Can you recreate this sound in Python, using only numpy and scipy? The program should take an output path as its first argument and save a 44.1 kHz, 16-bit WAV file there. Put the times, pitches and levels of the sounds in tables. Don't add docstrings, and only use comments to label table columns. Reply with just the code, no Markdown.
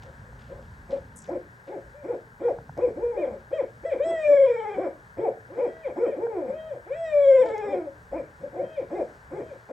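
import sys
import numpy as np
from scipy import signal
from scipy.fft import rfft, irfft, next_fast_len
from scipy.io import wavfile
from scipy.ndimage import uniform_filter1d

SR = 44100
rng = np.random.default_rng(int(sys.argv[2]) if len(sys.argv) > 2 else 0)


def materialize(psi):
    bounded = np.clip(np.atleast_2d(psi).T, -1, 1)
    quanta = np.round(bounded * 32767).astype(np.int16)
    wavfile.write(sys.argv[1], SR, quanta)


def gain_from_decibels(decibels):
    exponent = np.asarray(decibels, float) / 20
    return 10 ** exponent


N = 428652
TIME = np.arange(N) / SR
HZ = np.fft.rfftfreq(next_fast_len(N + SR // 2), 1 / SR)
SIZE = 2 * (len(HZ) - 1)


def shape_db(table, hz):
    f, db = np.transpose(table)
    return np.interp(np.log(hz + 1), np.log(f), db)


def level(x, db):
    return x * gain_from_decibels(db) / np.sqrt(np.mean(x ** 2))


def walk(rate, size):
    k = max(int(SR / rate), 1)
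    steps = np.repeat(rng.standard_normal(size // k + 1), k)
    return 1.72 * uniform_filter1d(uniform_filter1d(steps, k), k)[:size]


def band(x, hz, octaves):
    f = np.fft.rfftfreq(len(x), 1 / SR) + 1
    bell = np.exp(-(np.log2(f / hz) / octaves) ** 2)
    return irfft(rfft(x) * bell, len(x))


def add(track, x, s):
    i = int(s * SR)
    track[i:i + len(x)] += x[:N - i]


def syrinx(hz, gain, tilt_db, even_db, jitter, breath_db, patchy_db):
    size = len(hz)
    phase = 2 * np.pi * np.cumsum(hz * (1 + jitter * walk(150, size))) / SR
    k = np.arange(1, 21)[:, None]
    tight = np.log2(hz / 250)
    db = -tilt_db * np.log2(k) - 1.63 * tight * (k > 1)
    db = db + even_db * np.clip(tight - .6, 0, 2) * (k == 2)
    effort_db = 20 * np.log10(gain / 0.19 + .001)
    db = db + 1.13 * effort_db * np.clip((k * hz - 3300) / 1800, 0, 1)
    flicker = np.array([walk(35, size) for _ in k])
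    db = db + patchy_db * flicker * np.where(k > 1, 1, .25)
    tones = np.sum(gain_from_decibels(db) * (k * hz < 12000) * np.cos(k * phase), axis=0)
    air = uniform_filter1d(rng.standard_normal(size), size=14) * (1 + np.cos(phase))
    return gain * (tones + gain_from_decibels(breath_db - 6.8 * tight) * air)


def hoots(table, release_s, release_share, climb_share, edge, swell, release, tilt_db, glide_db, **voice):
    track = np.zeros(N)
    for s, length, hz, db, *thin_db in table:
        fall = release_s + release_share * length
        rise = (length - fall) * climb_share
        t = np.arange(int(length * SR)) / SR
        up = np.sin(np.pi / 2 * np.clip(t / rise, 0, 1))
        down = np.sin(np.pi / 2 * np.clip((t[-1] - t) / fall, 0, 1))
        pitch = hz * (edge + (1 - edge) * up * down)
        sag_db = sum(thin_db) * (up * down) ** 6
        gain = gain_from_decibels(db - sag_db) * up ** swell * down ** release
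        dull_db = tilt_db - 0.19 * sag_db + glide_db * np.sqrt(1 - up) + glide_db / 2 * (1 - down)
        add(track, syrinx(pitch, gain, dull_db, **voice), s)
    return track


def long_calls(calls, trills, trill_depth, tilt_db, tilt_per_db, tilt_per_oct, **voice):
    track = np.zeros(N)
    for rows, (crest, rate_hz) in zip(calls, trills):
        s, *columns = np.transpose(rows)
        t = np.arange(s[0], s[-1], 1 / SR)
        hz, db = (np.interp(t, s, c) for c in columns)
        depth = trill_depth * np.clip((t - crest + 0.16) / 0.29, 0, 1)
        trill = depth * np.cos(2 * np.pi * rate_hz * (t - crest))
        since, left = t - s[0], s[-1] - t
        fade = np.clip(np.minimum(since, left) / 0.026, 0, 1)
        dull_db = tilt_db + tilt_per_db * (db + 26.5) + tilt_per_oct * np.log2(hz / 450)
        dull_db += 6 * np.clip(1 - since / .07, 0, 1) ** .5
        dull_db += 6 * np.clip(1 - left / .13, 0, 1) ** .5
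        add(track, syrinx(hz * (1 + trill), fade * gain_from_decibels(db + 21 * trill), dull_db, **voice), s[0])
    return track


# start in seconds, length in seconds, top pitch in Hz, level in dB.
LOW_HOOTS = [(.02, 0.082, 180, -49), (.18, .18, 165.4, -59), (.48, .12, 208, -40.5),
             (.885, .09, 278, -31.5), (1.275, 0.1, 353.7, -28), (1.665, .12, 432.4, -31),
             (2.03, .125, 480, -28), (2.395, 0.12, 484, -25.5), (2.765, .135, 495.5, -25),
             (4.04, .09, 399.7, -32), (4.27, .08, 323, -34), (4.755, .13, 383.3, -25.5),
             (5.165, .128, 458, -24.5), (5.565, 0.12, 481.7, -25.5), (5.955, .137, 480, -22.5),
             (7.4, .123, 341, -35), (7.63, 0.16, 287.1, -31.5), (8.11, .107, 329.9, -29),
             (8.4, 0.083, 286.4, -39), (8.525, .128, 378.7, -33.5), (8.895, .135, 400, -25),
             (9.3, .126, 422.4, -27.5), (9.685, .135, 400, -29)]
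# start in seconds, length in seconds, pitch factor, level in dB.
GROANS = [
    (2.954, .44, 1.01, 0),
    (6.16, .4, .985, 2.5),
]
# time as a share of its length, pitch in Hz, effort in dB.
GROAN_COURSE = [
    (0, 205.4, -15.5),
    (.07, 352.4, -31),
    (.16, 468.6, -25),
    (0.319, 474.4, -32.5),
    (0.441, 420, -27.5),
    (.56, 340.8, -27),
    (.68, 266, -36.5),
    (0.846, 201.5, -28.5),
    (0.999, 168.3, -44.5),
]


def low_owl():
    voice = hoots(LOW_HOOTS, release_s=.002, release_share=.44, climb_share=.92, edge=.34, swell=.5, release=0.36,
                  tilt_db=8, glide_db=1.5, even_db=-2, jitter=.018, breath_db=0, patchy_db=4)
    groans = [np.array(GROAN_COURSE) * (length, factor, 1) + (s, 0, db) for s, length, factor, db in GROANS]
    untrilled = [(0, 0)] * len(groans)
    return voice + long_calls(groans, untrilled, trill_depth=0, tilt_db=9.5, tilt_per_db=0.0833, tilt_per_oct=2.7,
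                              even_db=11.5, jitter=0.0068, breath_db=-4.0, patchy_db=0.0)


# start in seconds, length in seconds, top pitch in Hz, level in dB,
# thinning between the forceful ends in dB.
HIGH_HOOTS = [(1.8, 0.13, 583, -65, 3), (1.89, .2, 592, -58.5, -5), (2.1, 0.077, 604, -47.5, -1),
              (3.14, 0.15, 612.5, -32.5, 0), (3.503, .14, 641.6, -28.5, 1), (3.826, .14, 665, -27, 5),
              (5.46, 0.46, 648.3, -31.5, 17), (6.025, .16, 625, -38, -0.5), (6.38, .4, 635.7, -40, -5.5),
              (8.5, .342, 635, -32.5, 10), (9.33, 0.24, 637.4, -46.5, -0.5)]
# time in seconds, pitch in Hz, effort in dB.
LONG_CALLS = [
    [(3.965, 293, -32), (4.0, 559, -30.5), (4.05, 659, -27), (4.12, 668.4, -28.5), (4.26, 592, -23),
     (4.455, 531.4, -26), (4.48, 481.3, -27), (4.73, 400, -28.5), (4.89, 320, -45)],
    [(6.85, 256, -39), (6.9, 520, -37.5), (6.96, 664, -39.5), (7.03, 663.4, -29), (7.14, 586, -27),
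     (7.405, 509.3, -22.5), (7.43, 448, -27), (7.7, 402.5, -24.5), (7.9, 269.6, -39)],
]
# time of one crest in seconds, rate in Hz.
TRILLS = [
    (4.311, 21.5),
    (7.288, 16.2),
]


def high_owl():
    clear = dict(even_db=-11, jitter=.0012, patchy_db=3)
    voice = hoots(HIGH_HOOTS, release_s=.075, release_share=.08, climb_share=.66, edge=.22, swell=0.98, release=.3,
                  tilt_db=1.5, glide_db=9, breath_db=-3, **clear)
    return voice + long_calls(LONG_CALLS, TRILLS, trill_depth=.03, tilt_db=3.5, tilt_per_db=0.3438,
                              tilt_per_oct=-4.0, breath_db=-9.5, **clear)


# frequency in Hz, level in dB.
THROAT = [(150, -17.5), (700, -21.5), (1250, -28), (1900, -18), (2400, -11), (2750, -34.5), (3250, -25),
          (3900, -35.5), (4400, -56), (5300, -19.5), (6200, -37), (8000, -16.5), (8800, -60.5),
          (16000, -73.5)]
# frequency in Hz, width in Hz, level in dB, twice the left minus right difference
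# in dB.
PORCH = [(358.5, 20.8, 7.5, -1.5), (400, 10, -8, -5), (480, 23.8, 8, 3), (520, 33.6, 14.5, 6.1),
         (551.9, 25.7, 19, 6), (592, 30, 9, 10.5), (669, 87, 1, 2), (874, 85, -8, 31.5), (989, 28, -2, 8)]
# delay in seconds, level in dB.
ECHOES = [(.0045, -12), (.012, -14.5), (.033, -13)]


def place(voices):
    cepstrum = irfft(np.log(gain_from_decibels(shape_db(THROAT, HZ))), SIZE)
    direct = np.exp(2 * rfft(cepstrum[:SIZE // 2], SIZE) - cepstrum[0])
    dull = 1 / (1 + (HZ / 1100) ** 4)
    echoes = 1 + dull * sum(gain_from_decibels(db) * np.exp(-2j * np.pi * HZ * s) for s, db in ECHOES)
    body = 1 / (1 + (205 / (HZ + 1)) ** 3)
    for hz in (2830, 4500):
        body *= 1 - .92 * np.exp(-((HZ - hz) / 200) ** 2)
    chest = gain_from_decibels(14.0) / (1 + ((HZ - 520) / 170) ** 2)
    t = TIME[:SR // 2]
    wood_t60_s = 0.32
    shared, apart = rng.standard_normal((2, len(t))) * gain_from_decibels(-60 * t / wood_t60_s) * (t > .006)
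    spectrum = rfft(voices, SIZE) * body
    out = []
    for side in (.5, -.5):
        rings = 0
        for k, (hz, width, db, pan_db) in enumerate(PORCH):
            rings = rings + (-1) ** k * gain_from_decibels(db + .5 * side * pan_db) / (1 + 2j * (HZ - hz) / width)
        wood = gain_from_decibels(-15) * rfft((shared + .4 * side * apart) / np.linalg.norm(shared), SIZE)
        response = (direct + rings) * echoes + wood * (3.5 * direct + chest)
        out.append(irfft(spectrum * response, SIZE)[:N])
    return np.array(out)


# start in seconds, thud in dB, knock in dB, tick in dB.
KNOCKS = [
    (0.034, -46, -38, -56),
    (0.195, -39, -46, -78.5),
    (0.328, -46, -40, -76),
    (2.585, -41.5, -26, -74),
    (2.693, -42, -25.5, -77),
    (2.776, -45, -39, -55.5),
    (6.267, -46, -22.5, -84),
    (7.459, -54, -23.5, -55),
    (7.58, -56, -35, -50.5),
]


def knocks():
    track, t = np.zeros(N), TIME[:SR // 16]
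    for s, thud_db, knock_db, tick_db in KNOCKS:
        tick = band(rng.standard_normal(len(t)), 5600, 0.42) * np.exp(-t / 0.0034)
        tick += 0.28 * rng.standard_normal(len(t)) * np.exp(-t / 0.00065)
        wood = np.sin(2 * np.pi * 800 * t) + 0.34 * np.sin(2 * np.pi * 1500 * t)
        wood *= np.sin(np.pi * np.clip(t / 0.0054, 0, 1)) ** 2
        thud = np.sin(2 * np.pi * 130 * t) * t / .01 * np.exp(1 - t / 0.0063)
        add(track, gain_from_decibels(tick_db + 11) * tick + gain_from_decibels(knock_db - 6) * wood + gain_from_decibels(thud_db + 6.0) * thud, s)
    return track


def wing():
    peak_s, rise_s = 1.172, 0.02
    t = np.arange(-rise_s, .16, 1 / SR)
    grain = gain_from_decibels(3.5 * walk(300, len(t)))
    centre = 8000 * 2 ** (-4.8 * t)
    gain = np.where(t < 0, (1 + t / rise_s) ** 2, gain_from_decibels(-166 * t))
    track, shared = np.zeros((2, N)), rng.standard_normal(len(t))
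    for c, pan_db in enumerate((1.5, -1.5)):
        noise = (shared + 0.55 * band(rng.standard_normal(len(t)), 8100, 0.28)) * grain
        hiss = np.zeros(len(t))
        for f in np.geomspace(3500, 14000, 9):
            hiss += band(noise, f, 0.15) * np.exp(-(np.log2(f / centre) / 0.39) ** 2)
        add(track[c], level(hiss, -48.5 + pan_db) * gain, peak_s - rise_s)
    return track


# start in seconds, peak in dB, length in seconds.
RUSTLES = [
    (0.022, -43, 0.033),
    (0.391, -49.5, 0.11),
    (0.615, -55, 0.055),
    (0.905, -43, 0.049),
    (1.241, -47, 0.02),
    (1.333, -63, 0.12),
    (1.668, -47, 0.041),
    (3.388, -59, 0.043),
    (7.46, -41.5, 0.037),
]


def leaves():
    track, t = np.zeros(N), TIME[:SR // 5]
    for s, db, length in RUSTLES:
        crackle = rng.standard_normal(len(t)) * gain_from_decibels(3.3 * walk(600, len(t)))
        crackle = level(band(crackle, 2700, 1.0), db - 12.0)
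        add(track, crackle * (1 - np.exp(-t / 0.0015)) * np.exp(-t / max(length, .005)), s)
    return track


# start in seconds, peak in dB, pitch in Hz.
BUMPS = [(0.197, -33, 102), (0.32, -37, 54.5), (0.758, -39.5, 61.4), (1.84, -39.5, 56.3), (2.577, -38, 121),
         (2.688, -36, 167), (3.634, -45, 144), (4.243, -40.5, 96.9), (5.174, -31.5, 129), (6.071, -43, 199),
         (6.253, -50, 116), (6.723, -41, 107), (7.008, -44, 105), (7.389, -36, 194), (7.747, -44, 202),
         (8.101, -37, 67), (8.202, -39, 198), (8.399, -33, 196), (8.625, -31, 191), (8.816, -44, 124),
         (9.33, -33.5, 134.4), (9.414, -38, 118.5)]


def bumps():
    track, t = np.zeros(N), TIME[:SR // 5]
    for s, db, hz in BUMPS:
        wobble = np.sin(2 * np.pi * np.cumsum(hz * (1 + 0.15 * walk(30, len(t)))) / SR)
        envelope = (1 - np.exp(-t / 0.0076)) * np.exp(-t * hz / 4.9)
        add(track, gain_from_decibels(db - 5) * wobble * envelope, s)
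    return track


def breathing_noise(table, swell_db, flicker_db):
    noise = rfft(rng.standard_normal(SIZE)) * gain_from_decibels(shape_db(table, HZ))
    swell = walk(0.84, N)
    octave = np.log2((HZ + 1) / 30)
    total = np.zeros(N)
    for c in range(10):
        part = irfft(noise * np.clip(1 - abs(octave - c), 0, 1), SIZE)[:N]
        total += part * gain_from_decibels(swell_db * swell + flicker_db * walk(9, N))
    return total


# time in seconds, level in dB.
RUMBLE = [
    (0, -48),
    (.6, -45),
    (1.4, -50.5),
    (1.65, -59),
    (2.98, -51.5),
    (4.03, -59.5),
    (9.56, -55),
    (9.72, -67),
]
# frequency in Hz, density in dB per Hz.
RUMBLE_SPECTRUM = [(24, -30), (40, -6), (65, -2), (103, -4), (135, -6), (170, -10), (240, -13), (330, -24),
                   (480, -45), (1500, -110)]
# frequency in Hz, density in dB per Hz.
ROAD_FRONT = [(71, -31), (120, 3), (160, 2), (324, -22.5), (403, -2.5), (474, -5), (644, -7), (680, -9),
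              (924, -3.5), (1210, -10.5), (1620, -6), (2280, -22.5), (5730, -27), (9000, -29),
              (11700, -101), (19800, -120)]
# frequency in Hz, density in dB per Hz.
ROAD_WIDE = [(35, -47.5), (60, -9), (129, -7.5), (264, -13.5), (1160, -7), (1610, 7), (2440, -16.5),
             (7590, -92), (9240, -24.5), (11000, -64), (14300, -74.5), (22000, -120)]


def road():
    s, db = np.transpose(RUMBLE)
    rumble = level(breathing_noise(RUMBLE_SPECTRUM, swell_db=0.5, flicker_db=1.5), 0)
    rumble *= gain_from_decibels(np.interp(TIME, s, db))
    late = gain_from_decibels(-25) * np.roll(rumble, SR // 10)
    front = level(breathing_noise(ROAD_FRONT, swell_db=.4, flicker_db=.8), -56)
    wide = level(breathing_noise(ROAD_WIDE, swell_db=.4, flicker_db=.8), -54.5)
    left = rumble + late + front + 1.3 * wide
    right = rumble - late + front - .7 * wide
    return np.array([left, right])


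# frequency in Hz, width in Hz, level in dB.
HUM = [
    (118.5, 4.6, -63.5),
    (102, 10, -70.5),
]


def engines():
    noise = rfft(rng.standard_normal(SIZE))
    hum = np.zeros(N)
    for hz, width, db in HUM:
        hum += level(irfft(noise / (1 + (2 * (HZ - hz) / width) ** 2), SIZE)[:N], db)
    hiss = irfft(rfft(rng.standard_normal(SIZE)) * (HZ < 16100), SIZE)[:N]
    return hum + level(hiss, -77)


def scene():
    owls = place(low_owl() + high_owl())
    return owls + knocks() + wing() + leaves() + bumps() + road() + engines()


def roll_off(x):
    return signal.sosfilt(signal.butter(12, 16340, fs=SR, output="sos"), x)


def record(dry):
    mix = dry * np.clip((TIME[-1] - TIME) / 0.007, 0, 1)
    return roll_off(mix)


dry = scene()
out = record(dry)
materialize(out)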